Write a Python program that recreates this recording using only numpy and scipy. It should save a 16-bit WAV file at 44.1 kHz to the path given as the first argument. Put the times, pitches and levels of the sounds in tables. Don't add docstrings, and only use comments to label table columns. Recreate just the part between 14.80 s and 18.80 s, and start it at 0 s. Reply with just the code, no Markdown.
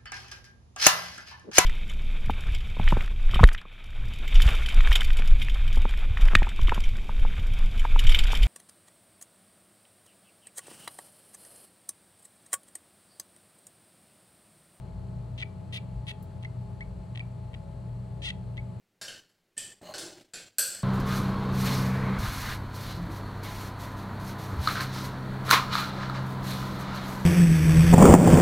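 import sys
import numpy as np
from scipy import signal
from scipy.fft import rfft, irfft
from scipy.io import wavfile

SR = 44100
rng = np.random.default_rng(int(sys.argv[2]) if len(sys.argv) > 2 else 0)


def master_out(mix):
    frames = np.transpose(np.atleast_2d(mix))
    ceiling = np.clip(frames, -1, 1)
    pcm = np.round(ceiling * 32767).astype(np.int16)
    wavfile.write(sys.argv[1], SR, pcm)


N = 176400
T = np.arange(N) / SR

# (frequency [Hz], level [dB], left minus right [dB], waver [0-1])
MOTOR_TONES = [(92.44, -47.5, 5, 0.01), (186.9, -51, -6.5, 0.51), (405, -66, 6, 0.99),
               (562, -74.5, 24, 0.77), (643.3, -66, 18, 0), (857.5, -62.5, 2.5, 0.29),
               (1073, -81.5, 15.5, 0), (1280, -84, 18, 0.07)]
# (time [s], relative level [dB])
DEEP_ENVELOPE = [(0.0, -41), (0.72, -47), (0.89, -63), (1.19, -32), (1.24, -55.5), (2.05, -47),
                 (2.08, -39.5), (2.23, -36), (2.27, -51), (2.57, -44), (2.6, -42.5), (3.51, -45),
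                 (3.58, -68), (3.62, -45), (3.82, -44), (4.0, -79)]
# (frequency [Hz], spectral density [dB re 1/Hz])
NOISE_SPECTRUM = [(22, -126), (40, -92), (58, -68.5), (78, -67), (120, -63), (170, -65), (215, -77),
                  (280, -83), (400, -82.5), (600, -85), (900, -88), (1500, -99), (2200, -103), (3400, -107),
                  (3800, -108), (4300, -103), (4700, -109), (5200, -114), (6600, -115), (8000, -109),
                  (9000, -115), (10800, -114), (12000, -123), (15500, -131)]
# (frequency [Hz], coherence [0-1])
NOISE_COHERENCE = [(40, 0.66), (130, 0.98), (260, 1), (550, 0.11), (1200, 0.16), (3000, 0.85),
                   (12000, 0.42)]
# (frequency [Hz], left minus right [dB])
NOISE_BALANCE = [(40, 12), (130, 1), (300, 5), (900, 5.5), (3000, 3.5), (12000, 2.5)]
# (time [s], pulse rate [Hz], level [dB], tilt [dB/octave], period jitter [0-1])
CREAK_CURVES = [
    [(.578, 254.7, -33, 1, 0.02), (.5858, 262.4, -30, 0, 0), (.5897, 204.5, -32, 0, 0.06),
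     (.6047, 184.6, -25, -1, 0.04), (.6101, 158, -26.5, -8, 0.07), (.619, 150, -23, 2, 0.02)],
    [(.925, 384.3, -31.5, 2, 0.1), (.938, 378, -27, 2, 0.05), (.950, 416.4, -26.5, 2.5, .05),
     (.960, 401.4, -26.5, -3, 0.02), (.973, 358.5, -27.5, -1, 0.09)],
    [(1.268, 315, -36, 0, 0.04), (1.2743, 346.6, -31.5, -4, 0.09), (1.283, 336.4, -26.5, 1, 0.07),
     (1.295, 331, -26, -2.5, 0), (1.302, 370, -29, -2, 0.03), (1.3115, 332, -24.5, -7, 0.11),
     (1.317, 326, -27, -1, 0.1)],
    [(3.419, 641, -35, 3, 0.09), (3.436, 641.5, -32, 6, 0.16), (3.447, 656, -27, 4, .02),
     (3.457, 696, -24, 4, 0.06), (3.467, 706, -24.5, -0.5, .01), (3.478, 651, -26, -1, 0.02),
     (3.485, 622, -25, -2, 0.04), (3.489, 636, -25, 3, 0.25), (3.496, 642.5, -28, -3, .2),
     (3.505, 664, -23.5, -1.5, 0.3)],
]
CREAK_TREBLE = [-15, 3, 4, -7]
# (frequency [Hz], relative left gain [dB], relative right gain [dB])
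THROAT_RESPONSE = [(497, -56, -60), (1260, -23.5, -28), (1740, -19, -22), (1920, -1, -11.5),
                   (2160, -10.5, -12.5), (2680, -4.5, 0.5), (2900, -3.5, -10.5), (3310, 1.5, -4.5),
                   (3635, -4, -12), (4000, -8.5, -10), (4540, -17, -15.5), (5000, -24.5, -19.5),
                   (5830, -23.5, -31.5), (6440, -20, -20), (7000, -31, -39.5), (7600, -18, -24),
                   (8600, -27, -37.5), (11030, -25, -32), (11300, -55.5, -52), (16000, -50.5, -55)]
# (time [s], level [dB], tilt [dB/octave])
LOOSE_CLICKS = [(0.623, -24.5, -9), (.625, -23, -8), (.627, -26, -10), (0.6299, -24.5, -16),
                (0.9775, -24, -9), (1.626, -42, -2), (1.630, -36.5, 9), (1.636, -35, -17), (1.6476, -35, 7),
                (1.6534, -41, -13), (2.0077, -37, 5), (2.35, -38, -4), (2.3538, -37, -14),
                (2.3574, -28, -4), (2.3747, -25, -5.5), (2.3946, -26.5, -8), (2.733, -41, -10),
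                (2.7406, -34, -13), (2.742, -34.5, 0), (2.747, -30.5, -12), (3.77, -35, -1),
                (3.7753, -34.5, -2), (3.7786, -31.5, -7)]
# (start [s], length [s], target pitch [Hz], upward scoop [Hz], starting level [dB], fade [dB])
PEEP_NOTES = [(.626, .012, 2370, 148, -29.5, -1), (0.98, 0.012, 2310, -4, -38, 0),
              (1.649, 0.012, 2233, 300, -38.5, -3), (2.006, 0.026, 2245, 450, -38, 3),
              (2.402, 0.012, 2390, 152, -33.5, 0), (3.504, 0.0093, 1970, 3, -32, 5),
              (3.777, 0.024, 2240, 397, -40, 0.5)]


def from_db(db):
    return 10 ** (np.asarray(db) / 20)


def pan(db):
    return from_db(np.array([[db / 2], [-db / 2]]))


def at_hz(points, hz):
    frequencies, values = np.transpose(points)
    return np.interp(np.log(hz), np.log(frequencies), values)


def drift(corner_hz):
    step, settle = 40, 2000
    pole = np.exp(-2 * np.pi * step * corner_hz / SR)
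    noise = rng.standard_normal(N // step + settle + 2)
    slow = signal.lfilter([1], [1, -2 * pole, pole * pole], noise)[settle:]
    return np.interp(np.arange(N) / step, np.arange(len(slow)), slow / slow.std())


def motors():
    tones = 0
    for hz, db, pan_db, waver in MOTOR_TONES:
        phasor = (1 + waver * (drift(6.4) + 1j * drift(1.54))) / np.sqrt(.5 + waver ** 2)
        tones += pan(pan_db) * from_db(db) * np.real(phasor * np.exp(2j * np.pi * hz * T))
    hum_hz, beat_period_s, beat_peak_s, beat_depth = 119.9, .68, .44, .62
    beat = 1 + beat_depth * np.exp(-2j * np.pi * (T - beat_peak_s) / beat_period_s)
    pair = np.sqrt(2) * np.real(beat * np.exp(2j * np.pi * hum_hz * T))
    return tones + pan(1.5) * from_db(-42) * pair


def deep_rumble(hz=57.55, waver_hz=5.8):
    level_db = np.interp(T, *np.transpose(DEEP_ENVELOPE)) - 3.5 + 2.64 * drift(waver_hz)
    phase = 2 * np.pi * hz * T + 0.98 * drift(waver_hz)
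    return pan(3) * from_db(level_db) * np.sqrt(2) * np.sin(phase)


def rumble_and_hiss():
    hz = np.maximum(np.arange(N // 2 + 1) * SR / N, 1)
    mid, side = rfft(rng.standard_normal((2, N))) * np.sqrt(SR / 2)
    coherence = at_hz(NOISE_COHERENCE, hz)
    ears = np.array([[1], [-1]])
    gain = from_db(at_hz(NOISE_SPECTRUM, hz) + ears * at_hz(NOISE_BALANCE, hz) / 2)
    noise = np.sqrt((1 + coherence) / 2) * mid + np.sqrt((1 - coherence) / 2) * side * ears
    return irfft(gain * noise, N)


def creak_pulses(shimmer_db=1.5):
    pulses = []
    for creak, treble_db in zip(CREAK_CURVES, CREAK_TREBLE):
        times, *controls = np.transpose(creak)
        time = times[0]
        for period_draw, level_draw in rng.standard_normal((90, 2)):
            if time > times[-1]:
                break
            hz, db, tilt, jitter = (np.interp(time, times, column) for column in controls)
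            pulses.append((time, db + shimmer_db * level_draw, tilt, treble_db))
            time += (1 + jitter * period_draw) / hz
    return pulses


def minimum_phase(gain):
    cepstrum = irfft(np.log(gain))
    half = cepstrum.shape[-1] // 2
    cepstrum[:, 1:half] *= 2
    cepstrum[:, half + 1:] = 0
    return irfft(np.exp(rfft(cepstrum)))


def throat(pulses, lead_s=.0004, rasp=.04, puff_decay_s=.0014):
    t = T[:1024]
    hz = np.maximum(np.arange(len(t) // 2 + 1) * SR / len(t), 1)
    frequencies, *ears_db = np.transpose(THROAT_RESPONSE)
    octaves = np.log2(np.clip(hz, 1920, 5400) / 3000)
    treble_shelf = np.interp(hz, [9600, 9900], [0, 1])
    wander = .019 * drift(43)
    out = np.zeros((2, N))
    for time, db, tilt, treble_db in pulses:
        start = int((time - lead_s) * SR)
        shifted = np.log(frequencies) + wander[start]
        colour_db = np.array([np.interp(np.log(hz), shifted, ear) for ear in ears_db])
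        response = minimum_phase(from_db(colour_db + tilt * octaves + treble_db * treble_shelf))
        response /= np.hypot(*response).max()
        source = rasp * rng.standard_normal(len(t)) * np.exp(-t / puff_decay_s)
        source[0] = 1
        ringing = signal.fftconvolve(response, source[None], axes=1)[:, :len(t)]
        out[:, start:start + len(t)] += from_db(db) * ringing
    return out


def body_dispersion(x, hz=5510, width_hz=3700, stages=11):
    radius = np.exp(-np.pi * width_hz / SR)
    poles = [1, -2 * radius * np.cos(2 * np.pi * hz / SR), radius * radius]
    return signal.sosfilt(np.tile(poles[::-1] + poles, (stages, 1)), x)


def delayed(x, seconds):
    return np.interp(T - seconds, T, x, left=0)


def diffuse_tail(length_s, t60_s, gap_s=0):
    t = T[:int(length_s * SR)]
    tail = rng.standard_normal((2, len(t))) * from_db(-60 * t / t60_s) * (t >= gap_s)
    return tail / np.sqrt(np.sum(tail ** 2, axis=1, keepdims=True))


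def scatter(x, above_hz=3200):
    highpass = signal.butter(2, above_hz, "high", fs=SR, output="sos")
    spray = signal.sosfilt(highpass, diffuse_tail(length_s=.05, t60_s=.05))
    return signal.fftconvolve(x, spray, axes=1)[:, :N]


def room(x, cutoff_hz=12000):
    lowpass = signal.butter(1, cutoff_hz, fs=SR, output="sos")
    tail = signal.sosfilt(lowpass, diffuse_tail(length_s=.5, t60_s=.24, gap_s=.004))
    return signal.fftconvolve(x[None], tail, axes=1)[:, :N]


def click_pulses(treble_db=-3):
    return [(*click, treble_db) for click in LOOSE_CLICKS]


def peeps(attack_s=.0011, release_s=.004, scoop_s=.0064):
    out = np.zeros(N)
    wobble_s = .01466 * np.cumsum(drift(138)) / SR
    for start, length, hz, scoop_hz, db, fade_db in PEEP_NOTES:
        t = np.clip(T - start, 0, length)
        envelope = np.clip(t / attack_s, 0, 1) * np.clip((length - t) / release_s, 0, 1)
        phase = 2 * np.pi * (hz * (t + wobble_s) + scoop_hz * scoop_s * np.exp(-t / scoop_s))
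        tone = np.sin(phase) + from_db(-28) * np.sin(2 * phase)
        out += from_db(db - fade_db * t / length) * envelope * tone
    flutter_db = 2 * drift(250)
    return out * from_db(flutter_db) * pan(1)


def frog(hand_echo_s=.0022, right_lag_s=.00018):
    pulses = body_dispersion(throat(creak_pulses() + click_pulses()))
    hand_echo = from_db(-11.5) * np.array([delayed(ear, hand_echo_s) for ear in pulses])
    left, right = pulses + hand_echo + from_db(-12) * scatter(pulses) + peeps()
    reverberation = from_db(-18.5) * room((left + right) / 2)
    return np.array([left, delayed(right, right_lag_s)]) + reverberation


def tick(time_s=1.4262, hz=14400, width_hz=8100, rattle_t60_s=.079):
    t = T - time_s
    excitation = from_db(-13.5 - 60 * np.abs(t) / rattle_t60_s) * (t > 0) * rng.standard_normal(N)
    excitation[int(time_s * SR)] += 1
    radius = np.exp(-np.pi * width_hz / SR)
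    poles = [1, -2 * radius * np.cos(2 * np.pi * hz / SR), radius * radius]
    return from_db(-44) * signal.lfilter([.5, 0, -.5], poles, excitation) * pan(11)


def scene():
    return frog() + tick() + motors() + deep_rumble() + rumble_and_hiss()


def record(dry, cutoff_hz=15800):
    return signal.sosfilt(signal.ellip(10, .2, 80, cutoff_hz, fs=SR, output="sos"), dry)


dry = scene()
out = record(dry)
master_out(out)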